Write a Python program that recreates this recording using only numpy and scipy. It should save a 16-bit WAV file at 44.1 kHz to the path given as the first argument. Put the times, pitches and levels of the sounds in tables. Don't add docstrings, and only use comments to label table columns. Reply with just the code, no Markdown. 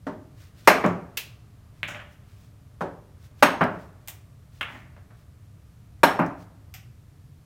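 import sys
import numpy as np
from scipy import signal
from scipy.fft import rfft, irfft
from scipy.io import wavfile
from scipy.ndimage import uniform_filter1d

SR = 44100
rng = np.random.default_rng(int(sys.argv[2]) if len(sys.argv) > 2 else 0)


def magnitude_from_level(level_db):
    exponent = np.asarray(level_db, float) / 20
    return 10 ** exponent


def unload_audio(sound):
    columns = np.transpose(np.atleast_2d(sound))
    steps = np.round(np.clip(columns, -1, 1) * 32767)
    wavfile.write(sys.argv[1], SR, steps.astype(np.int16))


N = 328545

# start in seconds, level in dB, time for the rattle to fall 60 dB in seconds.
RAIL_HITS = [
    (0.839, -17.5, .15),
    (3.6079, -16.5, 0.16),
    (6.189, -18, 0.14),
]
# pitch in Hz, width in Hz, lift in dB.
FRAME_RINGS = [(172.8, 24, 8), (276.5, 10, 5.5), (409.4, 26, 4), (607, 60, 5), (732, 45, 1), (887, 28, 0.5)]
STROKE_RISE, SMALL_RISE = 0.025, 0.052


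def jumps():
    # start in seconds, level in dB, rattle's 60 dB fall in seconds, rise as a share of that fall.
    strokes = [
        (.673, -7, .1, .012),
        (3.4237, -9, .06, .05),
        (6.032, -9.5, .062, .025),
    ]
    # frequency in Hz, level in dB.
    colours = [
        [(35, -73), (60, -40), (160, -10), (408, -3.5), (553, -5), (621, -1), (1170, -2.5), (1340, -6.5),
         (1510, -5.5), (2410, -7), (3670, -23), (4030, -21), (8710, -30), (12100, -29.5), (16000, -38.5)],
        [(12, -48.5), (20, -29.5), (70, -28), (262, -2), (499, -9), (590, -2), (678, -5.5), (897, 1),
         (2600, -9.5), (5850, -27.5), (6360, -22), (7310, -34), (7950, -27.5), (12100, -31), (16000, -36)],
        [(35, -52.5), (60, -29.5), (308, -6.5), (458, -12), (767, -3), (1090, -7), (1580, -9), (3420, -21.5),
         (4030, -24), (4970, -31.5), (5460, -26.5), (5860, -34), (11300, -34), (14200, -36), (16000, -41.5)],
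    ]
    # pitch in Hz, width in Hz, lift in dB.
    shaft_rings = [(936.4, 23, 3.5), (1240, 44, 2.5), (1610, 50, 6.5)]
    # pitch in Hz, width in Hz.
    high_rings = [(4150, 87), (5450, 210), (6480, 110), (8200, 130), (9350, 120), (11200, 200),
                  (12000, 300), (13050, 200)]
    high_lifts = [
        [5, 7, 8, 9, 7, 4, 13, 6],
        [6, 9, 8, 10, 8, 5, 12, 8],
        [6, 7, 7, 10, 8, 9, 11, 6],
    ]
    contact_db, room_db = -22, -3.5
    out = np.zeros(N)
    for (start, db, t60, rise), colour, lifts in zip(strokes, colours, high_lifts):
        bright = [(hz, width, lift) for (hz, width), lift in zip(high_rings, lifts)]
        row = (start, db, t60, contact_db, room_db)
        add(out, start, hit(row, colour, FRAME_RINGS + shaft_rings + bright, rise))
    return out


def thump():
    jolt = (3.426, -36, 40, .05)
    start, db, hz, t60 = jolt
    t = np.arange(SR // 2) / SR
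    out = np.zeros(N)
    add(out, start, magnitude_from_level(db - 60 * t / t60) * np.sin(2 * np.pi * hz * t))
    return out


def rail_thuds():
    # frequency in Hz, level in dB.
    colours = [
        [(59, -36.5), (100, -10), (177, 0.5), (471, -7), (547, -5.5), (784, -5.5), (891, -8), (1200, -6),
         (1610, -14.5), (2220, -18), (3940, -38.5), (6560, -51), (16000, -57)],
        [(59, -30), (100, -16), (170, -2), (492, -8.5), (583, -6), (691, -4), (891, -5), (1450, -5.5),
         (2990, -23.5), (3700, -34.5), (4870, -43), (6700, -49), (16000, -54)],
        [(59, -55.5), (100, -22), (150, 0.5), (224, -7.5), (277, 1), (461, -14.5), (595, -6), (950, -4.5),
         (1280, -7), (1550, -11), (2580, -21.5), (3400, -40), (16000, -68)],
    ]
    contact_db, room_db = -16.5, -0.95
    rows = [(*row, contact_db, room_db) for row in RAIL_HITS]
    return play(rows, colours, FRAME_RINGS, 0.0097)


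def taps():
    # start in seconds, level in dB, rattle's 60 dB fall in seconds.
    soft_strokes = [
        (.0665, -29, .082),
        (2.807, -27, .11),
    ]
    # frequency in Hz, level in dB.
    colours = [
        [(88, -32.5), (150, -11.5), (275, 0.5), (525, -12), (611, -4), (685, -14.5), (893, -10), (1910, -22),
         (2350, -31.5), (2790, -33), (14000, -55.5)],
        [(88, -31.5), (150, -8), (577, -4), (647, -12.5), (782, -3.5), (1000, -8), (1640, -14.5), (2350, -28),
         (2540, -28), (3850, -36.5), (14000, -51)],
    ]
    contact_db, room_db = -9.5, 0.079
    rows = [(*row, contact_db, room_db) for row in soft_strokes]
    return play(rows, colours, FRAME_RINGS, STROKE_RISE)


def catches():
    # start in seconds, level in dB, rattle's 60 dB fall in seconds, contact in dB, room tail in dB.
    touches = [
        (1.1705, -39, .019, 2.1, -16),
        (1.1728, -29, 0.047, -2, -1.4),
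        (4.0748, -47.5, .012, -13, -3),
        (4.0822, -38.5, 0.07, 0, -1.2),
        (6.739, -44.5, .054, -2, 1.8),
    ]
    # frequency in Hz, level in dB.
    colours = [
        [(240, -42), (400, -14.5), (789, -19.5), (1030, -15), (1220, -16), (1330, -13.5), (2670, -4.5),
         (3210, -5.5), (8900, -16.5), (13700, -10.5), (16000, -11)],
        [(290, -45), (500, -17), (698, -6), (1400, -9.5), (2360, -2.5), (2690, -4.5), (3440, -6), (4470, -14),
         (4800, -10.5), (8210, -6), (11100, -10.5), (12300, -5.5), (14900, -4), (16000, -6.5)],
        [(350, -48.5), (600, -27), (758, -5), (944, -19), (1510, -4.5), (1640, -15), (1750, -5), (2570, -0.5),
         (4340, -17), (4780, -8), (8740, -13.5), (10900, -25), (13200, -4.5), (16000, -18)],
    ]
    # pitch in Hz, width in Hz, lift in dB.
    palm_rings = [(2670, 260, 5.5)]
    first, second, third = colours
    cupped = play(touches[:2], [first, first], palm_rings, SMALL_RISE)
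    return cupped + play(touches[2:], [second, second, third], [], SMALL_RISE)


def pocket_drops():
    # start in seconds, level in dB, rattle's 60 dB fall in seconds, contact in dB, room tail in dB.
    knocks = [(1.830, -28.5, 0.088, 10.5, 7.5), (1.884, -38, .067, -4, -12), (1.902, -40.5, 0.11, -23, 3),
              (1.945, -39.5, 0.031, -16, 4), (1.99, -48, 0.83, -25, 10), (4.609, -29, 0.049, -8, -7),
              (4.628, -33.5, 0.044, 1, 2), (4.68, -44.5, 0.63, -23, 1), (4.745, -47, 0.092, -9, .6),
              (4.964, -54.5, 0.078, -1, 1), (5.10, -59, 0.079, -18, 4)]
    # frequency in Hz, level in dB.
    colours = [
        [(88, -31.5), (150, -3), (422, -20), (716, -12), (854, -14), (1630, -3), (1870, -1.5), (2270, 3.5),
         (3700, -9), (4950, -32.5), (14500, -38), (16000, -40)],
        [(88, -39), (150, -11), (231, -3), (398, -16), (578, -3), (979, -8), (1450, -1), (3100, -7),
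         (4410, -26), (6910, -33), (15100, -37), (16000, -41)],
        [(88, -45), (150, -12), (589, -10), (979, -4), (1140, -4), (1420, 1.5), (1760, -1), (2650, 1),
         (3220, -1), (4490, -27.5), (13200, -33.5), (16000, -35)],
        [(88, -32), (150, -7), (198, -2), (257, 0), (442, -18.5), (670, -6.5), (1320, -9.5), (2100, -5),
         (6000, -48), (7800, -59), (13200, -120)],
        [(180, -32.5), (300, -11), (636, 3), (893, -1), (1690, -0.5), (4550, -26), (6000, -27), (7800, -62),
         (13200, -120)],
    ]
    # pitch in Hz, width in Hz, lift in dB.
    gully_rings = [(592, 12, 8)]
    clack, tumble, late_clack, gully, far = colours
    order = [clack] + 4 * [tumble] + 2 * [late_clack] + 2 * [gully] + 2 * [far]
    return play(knocks, order, gully_rings, SMALL_RISE)


def ticks():
    # start in seconds, level in dB, centre in Hz, rattle's 60 dB fall in seconds, room tail in dB.
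    rattles = [
        (.861, -49, 6700, 0.015, 1),
        (1.876, -49.5, 6950, 0.12, 13),
        (3.638, -51.5, 5005, .03, -6),
        (6.192, -56.5, 12060, 0.035, -6.5),
        (6.215, -65.5, 12030, .02, -5),
        (6.262, -59, 6020, .023, -4),
    ]
    # frequency as a share of the centre, level in dB.
    shape = [(.45, -30.5), (.75, -4.5), (0.999, 1.5), (1.252, -9.5), (1.6, -12), (3, -12)]
    rows = [(start, db, t60, 3.5 - 110 * t60, room_db) for start, db, _, t60, room_db in rattles]
    colours = [[(centre * share, level) for share, level in shape] for _, _, centre, _, _ in rattles]
    return play(rows, colours, [], SMALL_RISE)


def play(rows, colours, rings, rise_share):
    out = np.zeros(N)
    for row, colour in zip(rows, colours):
        add(out, row[0], hit(row, colour, rings, rise_share))
    return out


def hit(row, colour, rings, rise_share):
    # delay in seconds, level in dB.
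    echoes = [(.0034, -11), (.0062, -13), (.0093, -10), (0.015, -14.5), (.019, -13.5), (.026, -14)]
    _, db, t60, contact_db, room_db = row
    t = np.arange(SR) / SR
    rise = t60 * (rise_share + 0.04 * t60)
    grain = magnitude_from_level(1.7 * evened(uniform_filter1d(rng.standard_normal(SR), 90)))
    rattle = grain * rng.standard_normal(SR) * magnitude_from_level(-60 * t / t60)
    rattle *= 1 - np.exp(-(t / rise) ** 2)
    drive = rattle / np.linalg.norm(rattle) + magnitude_from_level(room_db) * room_tail()
    for delay, echo_db in [(0.0015, 0.0036)] + echoes:
        add(drive, delay, magnitude_from_level([contact_db + echo_db]))
    sound = signal.fftconvolve(drive, body_response(colour, rings))
    return magnitude_from_level(db) * sound / np.sqrt(np.mean(sound[:SR // 40] ** 2))


def body_response(colour, rings):
    hz = abs(np.fft.fftfreq(16384, 1 / SR))
    log_gain = np.log(magnitude_from_level(read(colour, hz) + peaks_db(rings, hz)))
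    phase = -signal.hilbert(log_gain).imag
    return np.fft.ifft(np.exp(log_gain + 1j * phase)).real[:8192]


def peaks_db(rings, hz):
    return sum(db / (1 + (2 * (hz - f) / width) ** 2) for f, width, db in rings)


def room_tail():
    # frequency in Hz, time to fall 60 dB in seconds.
    room_decay = [(100, 0.42), (330, 0.45), (870, .38), (2300, 0.32), (6000, 0.29), (15000, 0.19)]
    hz, t, z = signal.stft(rng.standard_normal(SR), SR, nperseg=256)
    f, t60 = np.transpose(room_decay)
    fall_db = -60 * t / np.interp(np.log(hz + 1), np.log(f), t60)[:, None]
    far_end = magnitude_from_level(-22.5 + fall_db / 2.5)
    out = signal.istft(z * (magnitude_from_level(fall_db) + far_end), SR, nperseg=256)[1][:SR]
    out *= 1 - np.exp(-np.arange(SR) / SR / 0.004)
    return 1.03 * out / np.linalg.norm(out)


def slides():
    # peak in seconds, level in dB, rise in seconds, fall in seconds.
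    strokes = [(.42, -62.5, 0.074, 0.11), (.6, -63, .06, 0.058), (.665, -60.5, 0.034, 0.011),
               (1.79, -71, .04, .04), (2.125, -69, .035, 0.054), (2.31, -71, .08, 0.1),
               (2.43, -69, .1, 0.092), (3.245, -66.5, .06, 0.067), (3.41, -62.5, .045, 0.011),
               (3.75, -70.5, 0.076, .04), (3.8, -67, 0.022, .11), (4.57, -67, 0.075, .07),
               (4.73, -64.5, .09, 0.14), (5.2, -73, .07, .06), (6.418, -65, 0.053, .045)]
    # frequency in Hz, level in dB.
    colour = [(600, -18), (1500, 1), (3000, 0), (6000, -3.5), (11000, -11), (16000, -9)]
    level = uniform_filter1d(swells(strokes, 2), 800)
    grain = magnitude_from_level(1.2 * evened(uniform_filter1d(rng.standard_normal(N), 150)))
    return magnitude_from_level(3.5) * level * grain * noise(lambda hz: read(colour, hz))


def rolling():
    # peak in seconds, level in dB, rise in seconds, fall in seconds.
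    passes = [
        (.66, -60.5, 1.56, 2.4),
        (1.7, -68, 1.9, 2.4),
        (3.4, -66, 1.3, 1.85),
        (4.0, -67, 1.6, 0.47),
        (4.9, -67.5, 1.2, 1.5),
        (6.6, -65.5, 2.5, 1.1),
    ]
    # pitch in Hz, width in Hz, level in dB.
    hums = [(265, 110, 1.5), (597.6, 23, 2), (1189, 92, -5.5), (900, 1400, -10)]

    def colour_db(hz):
        power = sum(magnitude_from_level(2 * db) / (1 + (2 * (hz - f) / width) ** 2) ** 1.3 for f, width, db in hums)
        return 10 * np.log10(power)

    rest_db = -78.5
    return magnitude_from_level(-5) * (swells(passes) + magnitude_from_level(rest_db)) * noise(colour_db)


def furnace_rumble():
    # frequency in Hz, level in dB.
    colour = [(8.8, -59.5), (15, -24.5), (32, -12.5), (86, 0.5), (107, 2.5), (140, -4), (237, -19),
              (327, -27.5), (373, -34.5), (395, -24), (500, -30), (650, -66), (1100, -120)]
    delay, shake_db, rise, fall = 0.06, -2.5, 0.12, 0.13
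    shudder = swells([(row[0] + delay, shake_db, rise, fall) for row in RAIL_HITS])
    return magnitude_from_level(-49) * (1 + shudder) * noise(lambda hz: read(colour, hz))


def microphone_hiss():
    # frequency in Hz, level in dB.
    colour = [(180, -29.5), (300, -1), (373, -15), (717, -9), (780, -15.5), (1110, -14.5), (2740, -20.5),
              (14900, -27), (16500, -42)]
    return magnitude_from_level(-66) * noise(lambda hz: read(colour, hz))


def swells(rows, roundness=1):
    t = np.arange(N) / SR
    level = 0
    for peak, db, rise, fall in rows:
        distance = np.maximum((peak - t) / rise, (t - peak) / fall)
        level = level + magnitude_from_level(db - 20 * distance ** roundness)
    return level


def noise(db_of_hz):
    hz = np.fft.rfftfreq(N, 1 / SR)
    return evened(irfft(rfft(rng.standard_normal(N)) * magnitude_from_level(db_of_hz(hz)), N))


def evened(x):
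    return x / np.sqrt(np.mean(x ** 2) + 1e-20)


def read(points, hz):
    f, value = np.transpose(points)
    return np.interp(np.log(hz + 1), np.log(f + 1), value, value[0] - 20, value[-1] - 10)


def add(mix, start, sound):
    part = mix[round(start * SR):][:len(sound)]
    part += sound[:len(part)]


def scene():
    hits = jumps() + thump() + rail_thuds() + taps() + catches() + pocket_drops() + ticks()
    background = furnace_rumble() + microphone_hiss()
    return (hits + slides() + rolling() + background)[None]


def roll_off(x):
    return signal.sosfilt(signal.butter(12, 16750, fs=SR, output="sos"), x)


def record(dry):
    fizz = magnitude_from_level(-49) * dry ** 2 * rng.standard_normal(dry.shape)
    clipped = np.clip(dry + fizz, -0.98, 0.98)
    treble_cut = signal.firwin(127, 16550, fs=SR)
    mix = signal.oaconvolve(clipped, treble_cut[None], "same")
    return roll_off(mix)


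dry = scene()
out = record(dry)
unload_audio(out)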